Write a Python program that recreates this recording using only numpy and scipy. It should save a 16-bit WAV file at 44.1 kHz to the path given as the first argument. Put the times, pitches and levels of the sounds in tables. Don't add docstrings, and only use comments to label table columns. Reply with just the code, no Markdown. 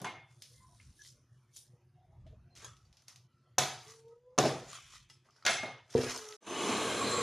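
import sys
import numpy as np
from scipy import signal
from scipy.io import wavfile
from scipy.ndimage import uniform_filter1d, map_coordinates

SR = 44100
rng = np.random.default_rng(int(sys.argv[2]) if len(sys.argv) > 2 else 0)


def log_audio(samples):
    frames = np.atleast_2d(samples).T
    limited = np.clip(frames, -1, 1)
    pcm = np.round(limited * 32767).astype(np.int16)
    wavfile.write(sys.argv[1], SR, pcm)


def decibels_to_gain(level_db):
    exponent = np.asarray(level_db, float) / 20
    return 10 ** exponent


N = 318402
TIME = np.arange(N) / SR

# t/s, peak level/dB, wood/dB, knock/dB, crack/dB
CHOPS = [(0.016, -49, -35.5, -46, -36.5), (0.043, -26.5, -33, -21.5, -35), (3.581, -3, -19.5, -16, -7),
         (4.3774, -40, -19, -21, -18), (4.3842, -1, -13.5, -25, -16), (4.435, -31, -19, -35, -34),
         (4.451, -35.5, -30.5, -34, -26), (5.4496, -23.5, -37, -21.5, -20), (5.4619, -4, -34, -10, -12.5),
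         (5.489, -28, -28.5, -39, -34), (5.631, -30, -29.5, -34.5, -53)]


def rms_one(x):
    return x / np.sqrt(np.mean(x ** 2) + 1e-20)


def in_time(rows, quiet=None):
    s, *columns = np.transpose(rows)
    return [np.interp(TIME, s, c, quiet, quiet) for c in columns]


def at_hz(points, hz):
    point_hz, level_db = np.transpose(points)
    return np.interp(np.log(hz), np.log(point_hz), level_db)


def swell(s, peak_db, rise, fall):
    return peak_db - 20 * np.where(TIME < s, (s - TIME) / max(rise, .003), (TIME - s) / max(fall, .003))


def drift(rate):
    r = np.exp(-80 * np.pi * rate / SR)
    slow = signal.lfilter([1], [1, -2 * r, r * r], rng.standard_normal(N // 40 + 2002))[2000:]
    return np.interp(np.arange(N) / 40, np.arange(len(slow)), rms_one(slow))


def clicks(times, sizes):
    out = np.full(N, 1e-18)
    np.add.at(out, (np.asarray(times) * SR).astype(int), sizes)
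    return out


def ring(x, hz, t60):
    r, w = decibels_to_gain(-60 / (t60 * SR)), 2 * np.pi * hz / SR
    return signal.lfilter([0, np.sin(w)], [1, -2 * r * np.cos(w), r * r], x)


def die_away(x, t60):
    return signal.lfilter([1], [1, -decibels_to_gain(-60 / (t60 * SR))], x)


def narrow_band(x, hz, width_hz):
    r, w = np.exp(-np.pi * width_hz / SR), 2 * np.pi * hz / SR
    return signal.lfilter((1 - r * r) / 2 * np.array([1, 0, -1]), [1, -2 * r * np.cos(w), r * r], x)


def streaky(spread_db, width_hz, length_s):
    hz, s, cells = signal.stft(rng.standard_normal((2, N)), SR, nperseg=1024)
    places = np.meshgrid(hz / width_hz, s / length_s, indexing="ij")
    field = map_coordinates(rng.standard_normal((700, 400)), places, order=1)
    gain = decibels_to_gain(spread_db * np.clip(field, -3, 1.8))
    return signal.istft(cells * gain, SR, nperseg=1024)[1][:, :N]


def bands(source):
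    for k, hz in enumerate(40 * 2 ** np.arange(1 / 6, 8.6, 1 / 3)):
        edges = hz * 2 ** (np.array([-1, 1]) / 6)
        yield hz, signal.sosfilt(signal.butter(2, edges, "band", fs=SR, output="sos"), source[k % 2])


def coloured(source, spectrum, patchy_db, rate):
    steep = [(10, -90)] + list(spectrum)
    return [(hz, decibels_to_gain(at_hz(steep, hz) + patchy_db * drift(rate)) * x) for hz, x in bands(source)]


def between(layers, low_hz, high_hz):
    return rms_one(sum(x for hz, x in layers if low_hz < hz < high_hz))


def blows():
    # f/Hz, with the thud first
    colour_hz = [140, 500, 1900, 6500, 13000]
    # f/Hz, blade laid down/dB, first chop/dB, second chop/dB, t60/s
    board = [(137.1, 11, 16.5, 11, 0.46), (254, 1.5, -1.5, -0.5, 0.4), (367, -16, -11, 1, 0.5),
             (420.5, -21, -13.5, -2.5, 0.44), (483.7, -16, -18, -9, 0.27), (629, -8.5, -9.5, 1.5, 0.4),
             (644, -9, -8.5, -4, 0.53), (738, -6, 1.5, -1, 0.46), (852, 0, -11.5, -9.5, 0.3),
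             (1020, 1, -3, -12, 0.29), (760, -7, -2.5, -5, 0.4), (1150, -7, -10.5, -1, 0.16),
             (1453, -3, 0, -1.5, 0.15)]
    # f/Hz, level/dB, t60/s
    gripped = [(1674, -17, 0.04), (2630, -9, 0.17), (3480, -6.5, 0.31), (4930, -20, 0.13), (5850, -8, 0.15),
               (6640, -8, 0.3)]
    # f/Hz, first laid down/dB, first chop/dB, second chop/dB,
    # second laid down/dB
    spots = [(201, 3, -1.5, -3, -4), (349.6, 3, 0.3, 2, 1.7), (552.5, -5, -3.5, 0, 0.8),
             (900, 3.5, 1.5, -2.5, 1), (1500, -5, -0.5, 2, -1), (2750, 0, 0.8, -0.5, 0.2),
             (8000, -2, -0.7, 0.7, 0.5), (12600, -4, -1, -5.5, -8.5)]
    # f/Hz, t60/s
    room = [(100, 0.58), (300, 0.41), (1000, 0.53), (3000, 0.54), (7000, 0.48), (12000, 0.29)]
    # f/Hz, level of each third-octave band/dB before scaling by 0.42
    tail_colour = [(53, -52), (90, -24.5), (134, 8), (277, -13), (420, -8), (517, -26), (610, 5),
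                   (1010, -17), (6540, -28), (13000, -59.5)]
    s, peak_db, wood_db, knock_db, crack_db = np.transpose(CHOPS)
    s = s + .0012
    spot = np.searchsorted([3, 4, 5], s)
    thud_db = wood_db - 13
    air_db = crack_db + 0.48 * (crack_db - knock_db) + 0.5
    colours = np.transpose([thud_db, wood_db, knock_db, crack_db, air_db])
    spot_hz, *spot_db = np.transpose(spots)

    def colour(hz):
        return np.array([np.interp(np.log(hz), np.log(colour_hz), row) for row in colours])

    def tint(hz):
        return np.array([np.interp(np.log(hz), np.log(spot_hz), c) for c in spot_db])[spot]

    snap = clicks(s + .0015, -decibels_to_gain(peak_db - 5.5))
    snap = signal.sosfilt(signal.butter(2, 8000, fs=SR, output="sos"), snap)
    out = ring(snap, 6460, 0.0032) + 0.14 * ring(snap, 1300, 0.0056) + 0.099 * ring(snap, 2700, 0.0033)

    modes = board + [(hz, db, db, db, t60) for hz, db, t60 in gripped]
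    for hz, *levels_db, t60 in modes:
        chance_db = rng.normal(0, 1.0, len(s))
        sizes = decibels_to_gain(colour(hz) + np.array(levels_db)[spot % 3] - 19.0 + chance_db)
        out += ring(clicks(s, sizes), hz, t60)

    for hz, noise in bands(streaky(spread_db=3.5, width_hz=70, length_s=.12)):
        room_db = at_hz(tail_colour, hz)
        strike = clicks(s, decibels_to_gain(colour(hz) + tint(hz) + 0.42 * room_db))
        noise = rms_one(noise) * decibels_to_gain(1.84 * drift(31))
        crack = die_away(strike, 0.028 + 4.9 / hz)
        tail = die_away(strike, at_hz(room, hz))
        tail = np.maximum(decibels_to_gain(-16.5) * tail - decibels_to_gain(-85.0), 0)
        rise = uniform_filter1d(decibels_to_gain(-17.0) * crack + tail, size=61, origin=30)
        left_over = decibels_to_gain(-52.5 + .5 * room_db - 470.0 * TIME)
        out += noise * (rise + left_over)
    return out


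def blade():
    # t/s, peak level/dB, brightness/dB per octave
    touches = [
        (.045, -42.5, -5),
        (5.465, -31, -11),
        (5.497, -52.5, 3),
        (5.53, -52.5, 3),
        (5.633, -51, -5),
    ]
    # f/Hz, first laid down/dB, second laid down/dB, t60/s
    free_modes = [(1674, -7, -32, 0.15), (2750, -20, -14, 0.26), (3300, -19, -21, 0.66),
                  (4900, -23, -21, .2), (5370, -19, -12, 0.42), (6300, -8, -17.5, 0.33),
                  (6560, -22, -11, .35), (7160, -6, 1, 0.25), (7900, -2, 6, .22), (9830, -7.5, 2, 0.26),
                  (13500, -28, -9, 0.2)]
    # t/s, level/dB
    beating = [
        [(.045, -62), (.078, -45.5), (.1, -48), (.133, -74), (.152, -56), (.25, -63), (.27, -86), (.29, -70),
         (.36, -88)],
        [(5.462, -50), (5.485, -30.5), (5.511, -43.5), (5.53, -39), (5.567, -54), (5.583, -38), (5.743, -55.5),
         (5.88, -82)],
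    ]
    # t/s, level/dB, rise/s and fall/s per 20 dB
    overtone_swells = [
        (.048, -64, .004, 0.27),
        (5.468, -43, .004, 0.2),
    ]
    clink_s = 2.645, 5.1
    # f/Hz, first clink/dB, second clink/dB, t60/s
    clink_modes = [(1310, -56.5, -71, 0.37), (1560, -63, -76, .12), (2000, -79, -58.5, 0.082),
                   (2840, -75, -61, 0.11), (3300, -54.5, -67, 0.15), (3494, -62, -78, 0.37), (4870, -65, -67, 0.25),
                   (5303, -68, -59.5, 0.23), (6600, -43, -65, 0.074), (6234, -59, -72, 0.24),
                   (7150, -61, -81, 0.36), (7950, -60, -65, 0.3), (9870, -70, -68.5, 0.17), (10760, -58, -68, 0.17)]
    s, peak_db, slope = np.transpose(touches)
    waver = [decibels_to_gain(2.5 * drift(30)) for _ in range(5)]
    out = np.zeros(N)
    for k, (hz, first_db, second_db, t60) in enumerate(free_modes):
        level_db = peak_db + np.where(s < 3, first_db, second_db) + slope * np.log2(hz / 2132)
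        out += waver[k % 5] * ring(clicks(s, decibels_to_gain(level_db)), hz, t60)
    note = sum(decibels_to_gain(in_time(rows, quiet=-140)[0]) for rows in beating) * waver[1] ** .25
    out += np.sqrt(2) * note * np.sin(2 * np.pi * 2145 * TIME)
    overtone = sum(decibels_to_gain(swell(*row)) for row in overtone_swells) * waver[2]
    out += np.sqrt(2) * overtone * np.sin(2 * np.pi * 3516 * TIME + 3 * np.log(waver[3]))
    for k, (hz, *peaks_db, t60) in enumerate(clink_modes):
        out += waver[k % 5] * ring(clicks(clink_s, decibels_to_gain(peaks_db)), hz, t60)
    return out


def taps():
    # t/s, peak level/dB, f/Hz, t60/s
    swings = [(0.799, -56, 2130, 0.046), (1.049, -56, 2000, .02), (1.061, -56, 1970, .02),
              (2.631, -55, 454, 0.043), (2.646, -52, 1000, 0.11), (2.605, -57, 2220, .03),
              (2.598, -62, 3200, .02), (2.852, -68, 4680, .07), (2.732, -62, 3200, .03),
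              (3.582, -19.5, 1000, 0.035), (3.5847, -17.5, 6650, 0.0078), (3.5868, -17.5, 5850, .012),
              (3.5828, -23.5, 720, 0.05), (4.3791, -19, 930, 0.0097), (4.386, -9.5, 1120, 0.0063),
              (4.3887, -23, 726, 0.076), (4.4528, -22, 603, .07), (4.4537, -28, 725, .07),
              (4.731, -44, 1200, .03), (4.753, -44.5, 1310, 0.036), (4.774, -47, 1200, .03),
              (4.786, -45, 1190, 0.037), (4.937, -48, 1180, 0.017), (4.946, -57, 1150, .025),
              (4.956, -50.5, 1280, 0.022), (5.288, -54.5, 1200, 0.024), (5.299, -57.5, 1250, 0.024),
              (5.384, -59, 1500, 0.022), (5.425, -51, 1300, 0.031), (5.437, -53, 1300, 0.023),
              (5.444, -56, 1200, 0.022), (1.019, -44.5, 6060, 0.0098), (1.5375, -58, 6500, .005),
              (1.564, -36, 6980, 0.0071), (6.022, -42, 2600, .01), (6.074, -44, 2880, .01),
              (6.127, -38, 4500, .005), (6.162, -33.5, 5500, .004), (6.235, -47, 1200, .012),
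              (6.243, -48, 3000, .006), (6.29, -48, 3200, .006), (6.304, -54, 4570, 0.0046),
              (6.324, -41, 4500, 0.0089), (6.326, -45.5, 2000, 0.012), (6.335, -46, 3000, .006),
              (6.345, -55, 6000, 0.0062)]
    out, t = np.zeros(N), np.arange(3000) / SR
    for s, peak_db, hz, t60 in swings:
        out[int(s * SR):][:3000] -= decibels_to_gain(peak_db - 60 * t / t60) * np.sin(2 * np.pi * hz * t)
    return out


def knocks():
    # t/s, peak level/dB
    contacts = [
        (5.951, -18.5),
        (5.9554, -28.5),
        (5.986, -23),
        (6.035, -33.5),
        (6.065, -34),
    ]
    # f/Hz, level/dB, t60/s
    basket = [(133.5, -2, 0.1), (251.5, -10.5, 0.38), (381, -2.5, 0.24), (449.5, 4, 0.13), (490, 0, 0.1),
              (685, -13, 0.16), (914, -7, 0.05)]
    s, peak_db = np.transpose(contacts)
    push = signal.lfilter([1], [1, -1.8, .81], clicks(s, .008 * decibels_to_gain(peak_db)))
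    push = signal.sosfilt(signal.butter(2, 90, "high", fs=SR, output="sos"), push)
    return sum(decibels_to_gain(level_db) * ring(push, hz, t60) for hz, level_db, t60 in basket)


def ticks():
    # t/s, peak level/dB, f/Hz, tail under peak/dB
    small_clicks = [(0.4209, -36, 5550, -10), (0.801, -54, 2510, -7), (1.0197, -52, 6060, -21),
                    (1.049, -48, 5820, -7), (1.064, -50, 6380, -14), (1.5375, -63, 6600, -14),
                    (1.567, -44.5, 7700, -4.5), (2.2656, -66.5, 3580, 2.5), (2.5528, -48.5, 5730, -7),
                    (2.564, -49, 4930, -11), (2.6452, -35, 6900, -34), (2.9278, -57, 5200, -6),
                    (2.97, -53, 5350, -7), (3.082, -36, 6300, -14.5), (3.1594, -39, 5590, -16.5),
                    (3.8975, -56, 5800, -21), (3.9152, -60, 6500, -17), (5.099, -45, 5130, -12),
                    (2.852, -64, 5070, -8), (3.021, -55, 6500, -12), (5.362, -57.5, 1490, -11),
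                    (5.424, -58, 1990, -9), (5.896, -74, 2400, -9), (5.979, -37, 5900, -10),
                    (6.013, -38, 5050, 1), (6.1088, -31.5, 6000, -7.5), (6.1613, -33, 5490, -24),
                    (6.176, -31.5, 6500, -9.5), (6.2878, -32, 6050, -28), (6.3247, -38.5, 3800, -14),
                    (0.0163, -33.5, 9500, -18.5), (0.423, -40, 9050, -21), (0.9528, -66, 7500, -15),
                    (0.9907, -57, 7000, -18), (2.574, -46, 5500, -8), (2.767, -53.5, 5700, -11),
                    (4.0819, -60.5, 5930, -10), (4.7308, -42, 4000, -23), (5.091, -65, 9040, -27),
                    (5.2486, -64.5, 5500, -14), (5.307, -58.5, 5500, -13), (5.364, -53.5, 5200, -13),
                    (5.426, -52, 5000, -16), (5.633, -45, 7000, -18), (5.927, -43, 5550, -14),
                    (5.959, -36, 5000, -19)]
    out, t = np.zeros(N), np.arange(5000) / SR
    for s, peak_db, hz, tail_db in small_clicks:
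        fade = decibels_to_gain(-60 * t / 0.0082) + decibels_to_gain(tail_db - 60 * t / 0.3)
        burst = rng.standard_normal(5000) * fade
        edges = [0.37 * hz, min(1.38 * hz, 12500)]
        wide = signal.sosfilt(signal.butter(2, edges, "band", fs=SR, output="sos"), burst)
        out[int(s * SR):][:5000] += decibels_to_gain(peak_db - 6.5) * (wide + .3 * ring(burst, hz, 9.0 / hz))
    return out


def hands():
    # t/s, hiss level/dB, rise/s and fall/s per 20 dB, weight as rub over hiss/dB
    strokes = [(0.31, -73.5, 0.036, 0.14, 0.5), (0.42, -76, 0.0089, 0.25, -40),
               (0.54, -65.5, 0.19, 0.13, -21), (0.834, -69.5, 0.31, 0.25, -9.5),
               (1.072, -58, 0.11, 0.099, -19), (1.567, -55.5, 0.032, 0.096, -32),
               (2.2, -104, 0.39, 0.54, 12.5), (2.274, -86, 0.024, 0.13, 4),
               (2.562, -61, 0.0073, 0.25, -3.5), (2.653, -57.5, 0.07, 0.066, 1.5),
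               (3.008, -77.5, 0.14, 0.11, 0), (3.083, -59, 0.0067, 0.097, -3),
               (3.8, -68.5, .05, 0.26, -0.5), (3.905, -57, 0.11, 0.12, -6.5), (4.6, -58, 0.054, 0.015, -3),
               (1.33, -86, 0.043, 0.78, -22.5), (5.102, -70.5, 0.016, 0.13, -1),
               (5.26, -79.5, 0.024, 0.27, 4), (5.396, -79, 0.096, 0.31, 0),
               (5.901, -59.5, 0.0036, 0.67, -8), (5.977, -52, 0.038, 0.2, 5.5), (6.1, -43.5, 0.13, 0.17, 0),
               (6.3, -59.5, 0.17, 0.14, -5)]
    # f/Hz, level/dB per Hz
    smear = [(200, -9), (430, -3), (840, -1.5), (1300, -4), (2500, -8.5), (4200, -9.5), (6400, -5),
             (8000, -10), (9700, -16.5), (11500, -25.5), (13300, -27.5)]
    # t/s, level/dB, rise/s and fall/s per 20 dB
    scrapes = [
        (4.754, -50, 0.19, 0.0936),
        (4.96, -55, 0.17, 0.08),
    ]
    grains = decibels_to_gain(3.5 * np.minimum(rng.exponential(1, N), 2)) * (rng.random(N) < 330 / SR)
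    grains = die_away(grains, 0.0055)
    source = rms_one(streaky(spread_db=4.6, width_hz=70, length_s=.07)) * (1.5 + grains)
    layers = coloured(source, smear, patchy_db=1.3, rate=14)
    air, hiss = between(layers, 8000, SR), between(layers, 3500, 8000)
    rub, body = between(layers, 1100, 3500), between(layers, 200, 1100)
    air_db = -10.5
    out = np.zeros(N)
    for *stroke, weight_db in strokes:
        lows = decibels_to_gain(weight_db) * rub + decibels_to_gain(-4.5 + 2.35 * weight_db) * body
        highs = hiss + decibels_to_gain(air_db - 0.315 * weight_db) * air
        out += decibels_to_gain(swell(*stroke)) * (highs + lows)
    wood = rms_one(ring(rub + body, 1200, 0.024))
    edge = hiss + decibels_to_gain(air_db) * air + decibels_to_gain(-3) * rub + decibels_to_gain(-19.5) * wood
    return out + sum(decibels_to_gain(swell(*row)) for row in scrapes) * edge


def singing():
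    # f/Hz, t/s, level/dB, rise/s and fall/s per 20 dB
    sung_strokes = [(9500, 0.45, -74.5, 0.19, 0.16), (9130, 0.77, -73.5, .2, 0.18),
                    (9500, 1, -70, 0.1, -0.34), (5900, 1, -68, 0.019, 0.26),
                    (1250, 2.69, -64.5, 0.06, 0.15), (2600, 4.77, -63, 0.092, 0.4),
                    (3200, 4.76, -57.5, .1, 0.34), (650, 4.58, -57, 0.12, 0.18),
                    (2000, 5.26, -73, 0.026, 0), (5000, 5.31, -78, 0.049, 1),
                    (5340, 5.38, -75, 0.061, -0.5), (1300, 6.11, -58, 0.081, -0.1)]
    noise, out = rng.standard_normal(N), np.zeros(N)
    for hz, *stroke in sung_strokes:
        t60 = 10 / hz
        out += decibels_to_gain(swell(*stroke)) * rms_one(ring(ring(noise, hz, t60), hz, t60))
    return out


def howl():
    # t/s, pitch f/Hz, level/dB
    calls = [
        [(3.85, 433, -78), (3.87, 432, -59), (3.93, 453, -57), (4.03, 450, -63), (4.068, 462, -54),
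         (4.188, 479, -61), (4.205, 484, -75), (4.274, 501, -57.5), (4.37, 510, -65.5)],
        [(6.16, 445, -55.5), (6.192, 453, -53), (6.198, 439, -53.5), (6.292, 427, -55.5), (6.31, 428, -53),
         (6.362, 428, -54), (6.37, 419, -57)],
    ]
    out = np.zeros(N)
    for rows in calls:
        hz, level_db = in_time(rows)[0], in_time(rows, quiet=-120)[1]
        turn = 2 * np.pi * np.cumsum(hz + 4.0 * drift(25)) / SR
        octave = decibels_to_gain(-17.5 + 1.5 * drift(8)) * np.sin(2 * turn + .4 * drift(30))
        out += np.sqrt(2) * decibels_to_gain(level_db + 2.6 * drift(32)) * (np.sin(turn) + octave)
    return out


def faint_tones():
    # t/s, length/s, f/Hz, level/dB
    faint_notes = [(0.488, 0.087, 493, -75.5), (0.596, 0.11, 1030, -64.5), (0.698, 0.071, 997, -68.5),
                   (0.68, 0.099, 704, -72.5), (0.982, 0.058, 1695, -62.5), (1.706, 0.089, 490, -76),
                   (1.952, .12, 734, -67.5), (2.257, 0.033, 630, -63), (2.304, 0.077, 620, -68.5),
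                   (2.44, 0.19, 702, -78), (2.71, 0.13, 1288, -77), (3.28, 0.26, 1334, -80.5),
                   (4.09, 0.085, 1270, -77.5), (2.5, 0.062, 4130, -76), (0.52, 0.15, 2070, -78),
                   (2.055, 0.13, 650, -77), (2.1, 0.08, 814, -76.5), (2.286, 0.074, 437, -69),
                   (6.25, 0.15, 1300, -62.5)]
    wobble, out = drift(41), np.zeros(N)
    for s, length, hz, level_db in faint_notes:
        arch = np.sin(np.pi * np.clip((TIME - s) / length, 0, 1))
        tone = np.sin(2 * np.pi * hz * TIME + 0.7 * np.roll(wobble, 9000))
        out += decibels_to_gain(level_db + 3 + 3.5 * wobble) * arch * tone
    return out


def background():
    # t/s, level/dB
    road = [(0.0, -64), (0.16, -58.5), (0.43, -67), (0.74, -67), (2.02, -66), (2.22, -64.5), (3.41, -70),
            (3.76, -58.5), (4.12, -73.5), (4.4, -80), (4.54, -57), (4.68, -66), (5.23, -74.5), (5.45, -72),
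            (5.64, -59), (5.94, -70.5), (6.23, -70.5), (6.37, -74)]
    # t/s, level/dB, rise/s and fall/s per 20 dB
    deep_swells = [(0.6, -58, 0.14, 1), (0.92, -52, 0.17, 0), (2.261, -45, 0.18, 0.27),
                   (2.4, -81, 0.29, -2.5), (2.68, -58.5, 0.42, 0.2), (2.92, -57, 0.14, -0.5),
                   (4.68, -56.5, 0.24, -1.55), (5.0, -60, 0.68, 0.2), (6.1, -50.5, 0.067, 0.1)]
    # f/Hz, level/dB per Hz
    floor_colour = [(200, 4), (330, -9), (700, -10.5), (1300, -12), (2400, -18.5), (4000, -24),
                    (6400, -26.5), (9700, -31.5), (13300, -35)]
    drone_db, = in_time(road)
    drone = rms_one(ring(ring(rng.standard_normal(N), 134, 0.096), 118, 0.084))
    hum = decibels_to_gain(-19) * rms_one(ring(rng.standard_normal(N), 358, .5))
    deep = rms_one(ring(ring(rng.standard_normal(N), 50, 0.012), 44, 0.0083))
    deep_gain = decibels_to_gain(-92.5) + sum(decibels_to_gain(swell(*row)) for row in deep_swells)
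    hard = [row[0] for row in CHOPS if row[1] > -14]
    since = np.maximum(TIME - np.c_[hard], 0) / 0.64
    duck_db = 4 * np.sum(since * np.exp(1 - since), axis=0)
    source = streaky(spread_db=6.0, width_hz=180, length_s=0.079)
    floor = between(coloured(source, floor_colour, patchy_db=2.0, rate=17), 200, SR)
    return decibels_to_gain(drone_db + 3.6 * drift(25)) * (drone + hum) + deep_gain * deep + decibels_to_gain(-78.5 - duck_db) * floor


def rush():
    # t/s, level/dB
    strength = [(6.405, -68), (6.462, -56.5), (6.468, -46), (6.514, -41), (6.694, -33), (6.964, -35.5),
                (7.086, -34), (7.22, -35.5)]
    # f/Hz, level/dB per Hz
    draught_colour = [(29, -57), (50, -39), (113, -5), (161, -13), (198, 0.5), (400, 1.5), (620, -2.5),
                      (787, -2.5), (1090, -3), (1590, -10), (4140, -15.5), (4650, -23.5), (7590, -16.5),
                      (9820, -27), (13300, -73)]
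    # f/Hz, width/Hz, level/dB, growth/dB per s
    whistles = [(472, 120, -9, 14), (1115, 85, -9, 21), (3410, 42, -18.5, -1), (4120, 250, -13.5, 37),
                (6153, 110, -22.5, -10), (7600, 59, -10, 32.5)]
    roar_db, = in_time(strength)
    source = streaky(spread_db=4.4, width_hz=45, length_s=.3)
    layers = coloured(source, draught_colour, patchy_db=.8, rate=9)
    draught = between(layers, 0, 2000) + decibels_to_gain(-4.5) * between(layers, 2000, SR)
    for hz, width_hz, level_db, growth_db in whistles:
        gain = decibels_to_gain(level_db + growth_db * (TIME - 7.0) + 3.14 * drift(8.0))
        draught += gain * rms_one(ring(rng.standard_normal(N), hz, 5.6 / width_hz))
    return decibels_to_gain(roar_db) * (draught - narrow_band(draught, 775, 86))


def scene():
    cut_s = 6.366, 6.405
    kitchen = blows() + blade() + taps() + knocks() + ticks() + hands() + singing()
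    kitchen += howl() + faint_tones() + background()
    kitchen *= np.clip((cut_s[0] - TIME) / 0.00058, 0, 1)
    fire = rush() * np.clip((TIME - cut_s[1]) / 0.021, 0, 1)
    mid = kitchen + fire
    side = np.roll(mid, 90) * np.tanh(3 * drift(40))
    side = decibels_to_gain(-6) * signal.sosfilt(signal.cheby2(12, 80, 3800, "high", fs=SR, output="sos"), side)
    return np.array([mid + side, mid - side])


def band_limit(x):
    return signal.sosfilt(signal.butter(12, 13690, fs=SR, output="sos"), x)


def record(dry):
    # f/Hz, width/Hz, level/dB
    capsule = [(3240, 110, 1), (6405, 780, 2), (7810, 1800, -5.5), (9550, 370, 3)]
    for hz, width_hz, gain_db in capsule:
        dry = dry + (decibels_to_gain(gain_db) - 1) * narrow_band(dry, hz, width_hz)
    dry = signal.sosfilt(signal.butter(3, 62, "high", fs=SR, output="sos"), dry)
    dry = signal.sosfilt(signal.ellip(10, 1, 70, 13050, fs=SR, output="sos"), dry)
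    return band_limit(dry)


dry = scene()
out = record(dry)
log_audio(out)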